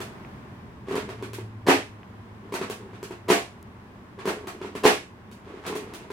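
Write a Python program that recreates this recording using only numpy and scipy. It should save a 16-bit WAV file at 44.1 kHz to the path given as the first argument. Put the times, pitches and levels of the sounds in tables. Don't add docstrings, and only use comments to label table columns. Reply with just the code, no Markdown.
import sys
import numpy as np
from scipy import signal
from scipy.fft import rfft, irfft, next_fast_len
from scipy.io import wavfile

SR = 44100
rng = np.random.default_rng(int(sys.argv[2]) if len(sys.argv) > 2 else 0)


def persist_wave(psi):
    counts = np.round(np.clip(psi, -1, 1) * 32767).astype(np.int16)
    wavfile.write(sys.argv[1], SR, np.atleast_2d(counts).T)


N = 269892
TIME = np.arange(N) / SR
PATCHES = 6
STEREO_HALVES = np.array([[0.5], [-0.5]])


def from_db(db):
    return 10 ** (np.asarray(db) / 20)


def rms_one(x):
    return x / np.sqrt(np.mean(x ** 2) + 1e-20)


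def unit_energy(x):
    return x / np.sqrt(np.sum(x ** 2, axis=-1, keepdims=True) + 1e-20)


def in_time(rows):
    s, *columns = np.transpose(rows)
    return [np.interp(TIME, s, column) for column in columns]


def at_hz(points, hz):
    known_hz, values = np.transpose(points)
    return np.interp(np.log(hz + 1e-9), np.log(known_hz), values)


def cut(x, hz, kind, order=2):
    return signal.sosfilt(signal.butter(order, hz, kind, fs=SR, output="sos"), x)


def brighten(x, treble_db, corner_hz=4000):
    dull = cut(x, corner_hz, "low", order=1)
    return dull + from_db(treble_db) * (x - dull)


def add(track, s, sound):
    start = int(np.clip(s * SR, 0, N - 1))
    track[..., start:start + sound.shape[-1]] += sound[..., :N - start]


def through(x, response):
    return signal.oaconvolve(np.atleast_2d(x), np.atleast_2d(response), axes=-1)[:, :N]


def ring(hz, t60, phase=0):
    t = TIME[:SR // 2]
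    return np.sin(2 * np.pi * hz * t + phase) * from_db(-60 * t / t60)


def click_of(spectrum, size=2048):
    log_gain = np.log(from_db(at_hz(spectrum, np.fft.rfftfreq(size, 1 / SR))))
    cepstrum = irfft(log_gain)
    causal = 2 * cepstrum[:size // 2]
    return unit_energy(irfft(np.exp(rfft(causal, size))))


# frequency in Hz, correlation (1 is identical).
MICROPHONE_LIKENESS = [(60, 0.96), (200, 0.95), (400, 0.8), (700, 0.47), (1200, -0.049), (2500, -0.097),
                       (5000, -0.15), (15000, -0.2)]


def diffuse(spectrum, size):
    hz = np.fft.rfftfreq(size, 1 / SR)
    alike = np.clip(at_hz(MICROPHONE_LIKENESS, hz), -0.99, 0.99)
    mid, side = np.exp(2j * np.pi * rng.random((2, len(hz))))
    pair = np.sqrt(1 + alike) * mid + np.sqrt(1 - alike) * side * np.array([[1], [-1]])
    return rms_one(irfft(pair * from_db(at_hz(spectrum, hz)), size))


# frequency in Hz, relative spectral level in dB.
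RUMBLE_SPECTRUM = [(13, -58), (22, -11.5), (59, -9.5), (96, 0.5), (150, -9.5), (208, 0.5), (271, -8),
                   (400, -17.5), (468, -13.5), (500, -27), (650, -31), (1100, -120)]
HISS_SPECTRUM = [(210, -33), (350, -3), (404, -4), (467, -13.5), (514, -11), (613, -7.5), (674, -10),
                 (1070, -5.5), (1240, -11.5), (1730, -13), (3500, -25), (4380, -30), (5060, -30.5),
                 (6530, -35), (16000, -42)]
# time in seconds, relative rumble level in dB, relative tyre hiss level in dB.
TRAFFIC_LEVELS = [(0, -43, -47.5), (1, -43.5, -55.5), (2.2, -45.5, -53.5), (3.9, -46.5, -54),
                  (5.15, -47, -55), (6.12, -46, -53.5)]
# time in seconds, pitch in Hz, relative level in dB.
ENGINE_COURSE = [(0, 138.8, -51), (.75, 122, -51.5), (1.45, 109, -40.5), (2.1, 105, -50), (2.8, 107.3, -47),
                 (4, 118.5, -57.5), (6.12, 112, -63)]


def outdoors(rumble_db=-1.5, hiss_db=2.5, engine_db=-2, waver=0.33, waver_hz=8.4):
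    rumble_level, hiss_level = in_time(TRAFFIC_LEVELS)
    size = next_fast_len(N)
    rumble = from_db(rumble_level + rumble_db) * diffuse(RUMBLE_SPECTRUM, size)[:, :N]
    hiss = from_db(hiss_level + hiss_db) * diffuse(HISS_SPECTRUM, size)[:, :N]
    hz, level = in_time(ENGINE_COURSE)
    unsteady = 1 + waver * rms_one(cut(rng.standard_normal(N), waver_hz, "low"))
    drone = np.sqrt(2) * np.sin(2 * np.pi * np.cumsum(hz) / SR) * unsteady
    return rumble + hiss + from_db(level + engine_db) * drone


# start in seconds, peak level in dB, centre frequency in Hz.
CLOSE_TICKS = [(.249, -34, 1300), (2.032, -35, 1300), (3.628, -39, 7500)]


def ticks(t60=0.0036):
    out, t = np.zeros(N), TIME[:SR // 20]
    for s, db, hz in CLOSE_TICKS:
        noise = rng.standard_normal(len(t)) * from_db(-60 * t / t60)
        tap = cut(noise, [hz / 2, hz * 2], "band", order=4)
        add(out, s, from_db(db) * tap / np.max(np.abs(tap)))
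    return out


# frequency in Hz, t60 in seconds.
GARAGE_T60 = [(100, 0.14), (400, 0.2947), (1000, 0.2352), (2500, 0.3074), (5000, 0.3), (9000, 0.31),
              (15000, 0.21)]
# frequency in Hz, relative level in dB.
GARAGE_COLOUR = [(100, -3), (270, -2), (380, -8), (700, -8), (1100, -4), (1400, 0), (15000, 0)]
# frequency in Hz, relative left minus right level in dB.
GARAGE_LEAN = [(300, -2), (700, -2), (1400, 0.9), (2800, -3), (5500, -1), (10000, 2), (14000, 3)]


def echoes(gap_s=0.00049, build_s=0.0058):
    t = TIME[:SR // 2]
    hz = np.fft.rfftfreq(len(t), 1 / SR)
    lean = from_db(at_hz(GARAGE_LEAN, hz) * STEREO_HALVES)
    field = rfft(diffuse(GARAGE_COLOUR, len(t))) * lean
    edges = np.geomspace(40, 20480, 28)
    tail = 0
    for low, high in zip(edges, edges[1:]):
        band = irfft(field * (hz >= low) * (hz < high), len(t))
        t60 = at_hz(GARAGE_T60, np.sqrt(low * high))
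        tail = tail + band * from_db(-60 * t / t60)
    build = 1 - np.exp(-(np.maximum(t - gap_s, 0) / build_s) ** 2)
    return unit_energy(tail * build)


# frequency in Hz, level in dB above their common level.
STANDING_MODES = [(209, 0), (268, 0), (292, 2), (351, 0), (398, -12), (420, 0), (440, -6), (488, 1),
                  (582, -3), (630, 3), (688, 2), (716, -2), (760, -1), (832, -4), (920, -4), (1104, 4),
                  (1146, -4), (1235, -5)]


def standing_waves(level_db=8, t60=0.22, build_s=0.021):
    out = 0
    for k, (hz, db) in enumerate(STANDING_MODES):
        sign = (-1) ** k
        apart = np.arccos(np.clip(at_hz(MICROPHONE_LIKENESS, hz), -1, 1)) * STEREO_HALVES
        out = out + from_db(db) * ring(hz, t60, phase=sign * apart) * sign
    peak_gain = t60 * SR / (2 * np.log(1000))
    return from_db(level_db) * out / peak_gain * (1 - np.exp(-TIME[:SR // 2] / build_s))


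def garage(air, sheet, air_room_db, sheet_direct_db, sheet_room_db):
    direct = air + from_db(sheet_direct_db) * sheet.sum(axis=0)
    parts = [from_db(air_room_db) * air, *(from_db(sheet_room_db) * sheet)]
    reverberant = sum(through(part, echoes()) for part in parts)
    return direct + reverberant + through(sum(parts), standing_waves())


def buckling(envelope, per_s, spread_db):
    shape = (PATCHES, len(envelope))
    snaps = 1.0 * (rng.random(shape) < per_s / PATCHES / SR)
    count = int(snaps.sum())
    sizes = from_db(spread_db * np.minimum(rng.exponential(1, count), 3))
    snaps[snaps > 0] = sizes * rng.choice([-1, 1], count)
    return envelope * rms_one(snaps) / np.sqrt(PATCHES)


def burst(envelope, per_s, spread_db):
    snaps = buckling(envelope, per_s, spread_db)
    return snaps / (np.linalg.norm(snaps) + 1e-9)


# multiple of its pitch, relative level in dB, t60 in seconds before the ring share.
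BARREL_MODES = [(0.558, -19, 0.11), (0.731, -3, 0.03), (0.999, 3, 0.039), (1.7, -14.5, 0.0083),
                (2.6, 0.5, 0.017)]


def barrel(pitch_hz, ring_share, push_s, low_hz=170):
    note = 0
    for ratio, db, t60 in BARREL_MODES:
        note = note + from_db(db) * ring(ratio * pitch_hz, t60 * ring_share)
    swell = 1 - np.exp(-TIME[:len(note)] / push_s)
    return cut(note * swell, low_hz, "high", order=3)


# first touch in seconds, grip in seconds, end in seconds, effort in dB.
SHEET_PULLS = [(.85, 0.878, 1.34, 2), (2.42, 2.521, 3.13, -6.5), (4.176, 4.222, 4.9, -1),
               (5.444, 5.621, 6.15, 1.5)]


def effort(touch_db=-14.5, attack_s=0.043, grip_hold_s=0.11, settle_s=0.036, draw_db=-16, let_up_s=0.13):
    out = np.zeros(N)
    for touch_s, grip_s, end_s, db in SHEET_PULLS:
        age = TIME - grip_s
        settling = np.exp(-np.maximum(age - grip_hold_s, 0) / settle_s)
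        grip = np.clip(age / attack_s, 0, 1) * settling
        steady = from_db(np.where(age < 0, touch_db, draw_db))
        in_hand = (TIME > touch_s) * np.clip((end_s - TIME) / let_up_s, 0, 1)
        out += from_db(db) * in_hand * np.maximum(grip, steady)
    return out


BUMP_HZ = 378.5


def jostling(level_db=-55, follows=0.68, spread=0.13, top_hz=1000):
    pitches = BUMP_HZ * (1 + spread * np.linspace(-1, 1, PATCHES))
    notes = np.array([barrel(hz, ring_share=1.0, push_s=0.0013) for hz in pitches])
    bumps = buckling(effort() ** follows, per_s=70, spread_db=2.5)
    return from_db(level_db) * cut(through(bumps, notes).sum(axis=0), top_hz, "low")


# frequency in Hz, relative spectral level in dB.
CRINKLE_COLOUR = [(200, -4), (400, 1.5), (1000, 5), (1400, 1.5), (2400, -1.5), (3600, -6.5), (5500, -10),
                  (9000, -12.5), (13000, -17), (16000, -20)]


def rustle(level_db=-36.0, top_hz=2200):
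    snaps = cut(buckling(effort(), per_s=220, spread_db=3), top_hz, "low", order=1)
    return from_db(level_db) * through(snaps, click_of(CRINKLE_COLOUR))


# start in seconds, relative bump level in dB, relative crinkle level in dB,
# relative crinkle treble against middle in dB.
SHEET_TUGS = [(.003, -29, -29.5, -7.5), (.883, -27.5, -34, -16), (0.911, -27, -32.5, -12),
              (.953, -22.5, -26, -9.5), (1.089, -28.5, -32, -15), (1.224, -25, -32, -11.5),
              (1.332, -34, -45, 8.5), (1.384, -26.5, -38.5, -28), (2.522, -26.5, -30.5, -11),
              (2.539, -22.5, -23.5, -9), (2.612, -21, -24.5, -21), (2.698, -25.5, -31.5, -3),
              (2.931, -39, -40, -32), (3.028, -29, -38.5, 0), (3.107, -27.5, -34.5, -17),
              (4.187, -35.5, -33, -30), (4.254, -20.5, -29, -9), (4.274, -17, -20.5, -12),
              (4.471, -30, -29.5, -8.5), (4.613, -27.5, -32, -23), (4.646, -26.5, -34.5, -21),
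              (4.751, -24.5, -29, -11), (5.313, -41.5, -50.5, 2), (5.465, -39.5, -49, -33),
              (5.664, -35, -26.5, -7.5), (5.753, -23.5, -32.5, -3), (5.936, -36, -38.5, -.5),
              (6.102, -27.5, -31.5, -16)]


def knocks(level_db=5, pitch_scatter=0.066, top_hz=1000):
    out = np.zeros(N)
    detunings = rng.uniform(-1, 1, len(SHEET_TUGS))
    for (s, db, *_), detuning in zip(SHEET_TUGS, detunings):
        pitch_hz = BUMP_HZ * (1 + pitch_scatter * detuning)
        add(out, s, from_db(db + level_db) * barrel(pitch_hz, ring_share=0.99, push_s=0.0025))
    return cut(out, top_hz, "low")


def crinkles(level_db=23.5, treble_db=7, fold_s=0.0034, doubling_db=17, rise_share=0.27):
    out, t = np.zeros((PATCHES, N)), TIME[:SR // 8]
    for s, _, db, bright_db in SHEET_TUGS:
        length = fold_s * 2 ** (-bright_db / doubling_db)
        envelope = np.exp(-t / length) * (1 - np.exp(-t / (rise_share * length)))
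        snaps = burst(envelope, per_s=3500, spread_db=3.5)
        add(out, s, from_db(db + level_db) * brighten(snaps, bright_db + treble_db, corner_hz=3020))
    return through(out, click_of(CRINKLE_COLOUR))


def puffs(level_db, length_s, top_hz=160):
    out = np.zeros(N)
    for s, _, thump_level, *_ in CANNON_SHOTS:
        age = (TIME - s) / length_s
        out += from_db(thump_level + level_db) * age * np.exp(-age ** 2)
    return cut(out, top_hz, "low")


# frequency in Hz, relative spectral level in dB.
CRACK_COLOUR = [(50, -50), (170, -6), (300, 5.5), (600, 5), (800, 5), (1080, 4), (1350, -2.5), (1900, -1),
                (2600, -4), (3600, -10), (5500, -14.5), (9000, -19.5), (13000, -24), (16000, -30)]
# time the sheet snaps taut in seconds, flutter before it in seconds, relative thump level in dB,
# relative rebound level in dB, relative crack level in dB, treble in dB, barrel pitch in Hz.
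CANNON_SHOTS = [(1.6852, 0.02, -3, -22, -11.5, -2, 376), (3.3013, 0.019, -3, -11, -15.5, 3.5, 383),
                (4.8521, .018, -1, -12.5, -11.5, 1, 401.3)]


def shots(crack_db=29, flutter_db=-6, stir_db=-28, flick_db=-12, rebound_s=0.0165, slap_s=0.023,
          swell=0.31, stir_share=1.3, flick_share=0.753):
    thumps, cracks, t = np.zeros(N), np.zeros((PATCHES, N)), TIME[:SR // 4]
    for s, lead, thump_level, rebound_level, crack_level, treble_db, pitch_hz in CANNON_SHOTS:
        pushes = [(-stir_share * lead, thump_level + stir_db), (-flick_share * lead, thump_level + flick_db),
                  (0, thump_level), (rebound_s, rebound_level)]
        for delay, db in pushes:
            add(thumps, s + delay, from_db(db) * barrel(pitch_hz, ring_share=0.88, push_s=0.0018))
        flutter = from_db(flutter_db) * (t / lead) ** swell
        envelope = np.where(t < lead, flutter, np.exp(-(t - lead) / slap_s))
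        crack = burst(envelope, per_s=9000, spread_db=2.0)
        add(cracks, s - lead, from_db(crack_level + crack_db) * brighten(crack, treble_db))
    return thumps, through(cracks, click_of(CRACK_COLOUR))


def scene():
    thumps, cracks = shots()
    air = thumps + knocks() + jostling()
    sheet = cracks + crinkles() + rustle()
    cannon = garage(air, sheet, air_room_db=-5, sheet_direct_db=-7, sheet_room_db=1.4)
    return cannon + puffs(level_db=-23, length_s=0.0025) + ticks() + outdoors()


def record(dry, low_hz=32, top_hz=16050):
    rounded = 1.12 * np.tanh(cut(dry, low_hz, "high", order=3) / 1.084)
    return signal.sosfilt(signal.ellip(10, 0.1, 80, top_hz, fs=SR, output="sos"), rounded)


dry = scene()
out = record(dry)
persist_wave(out)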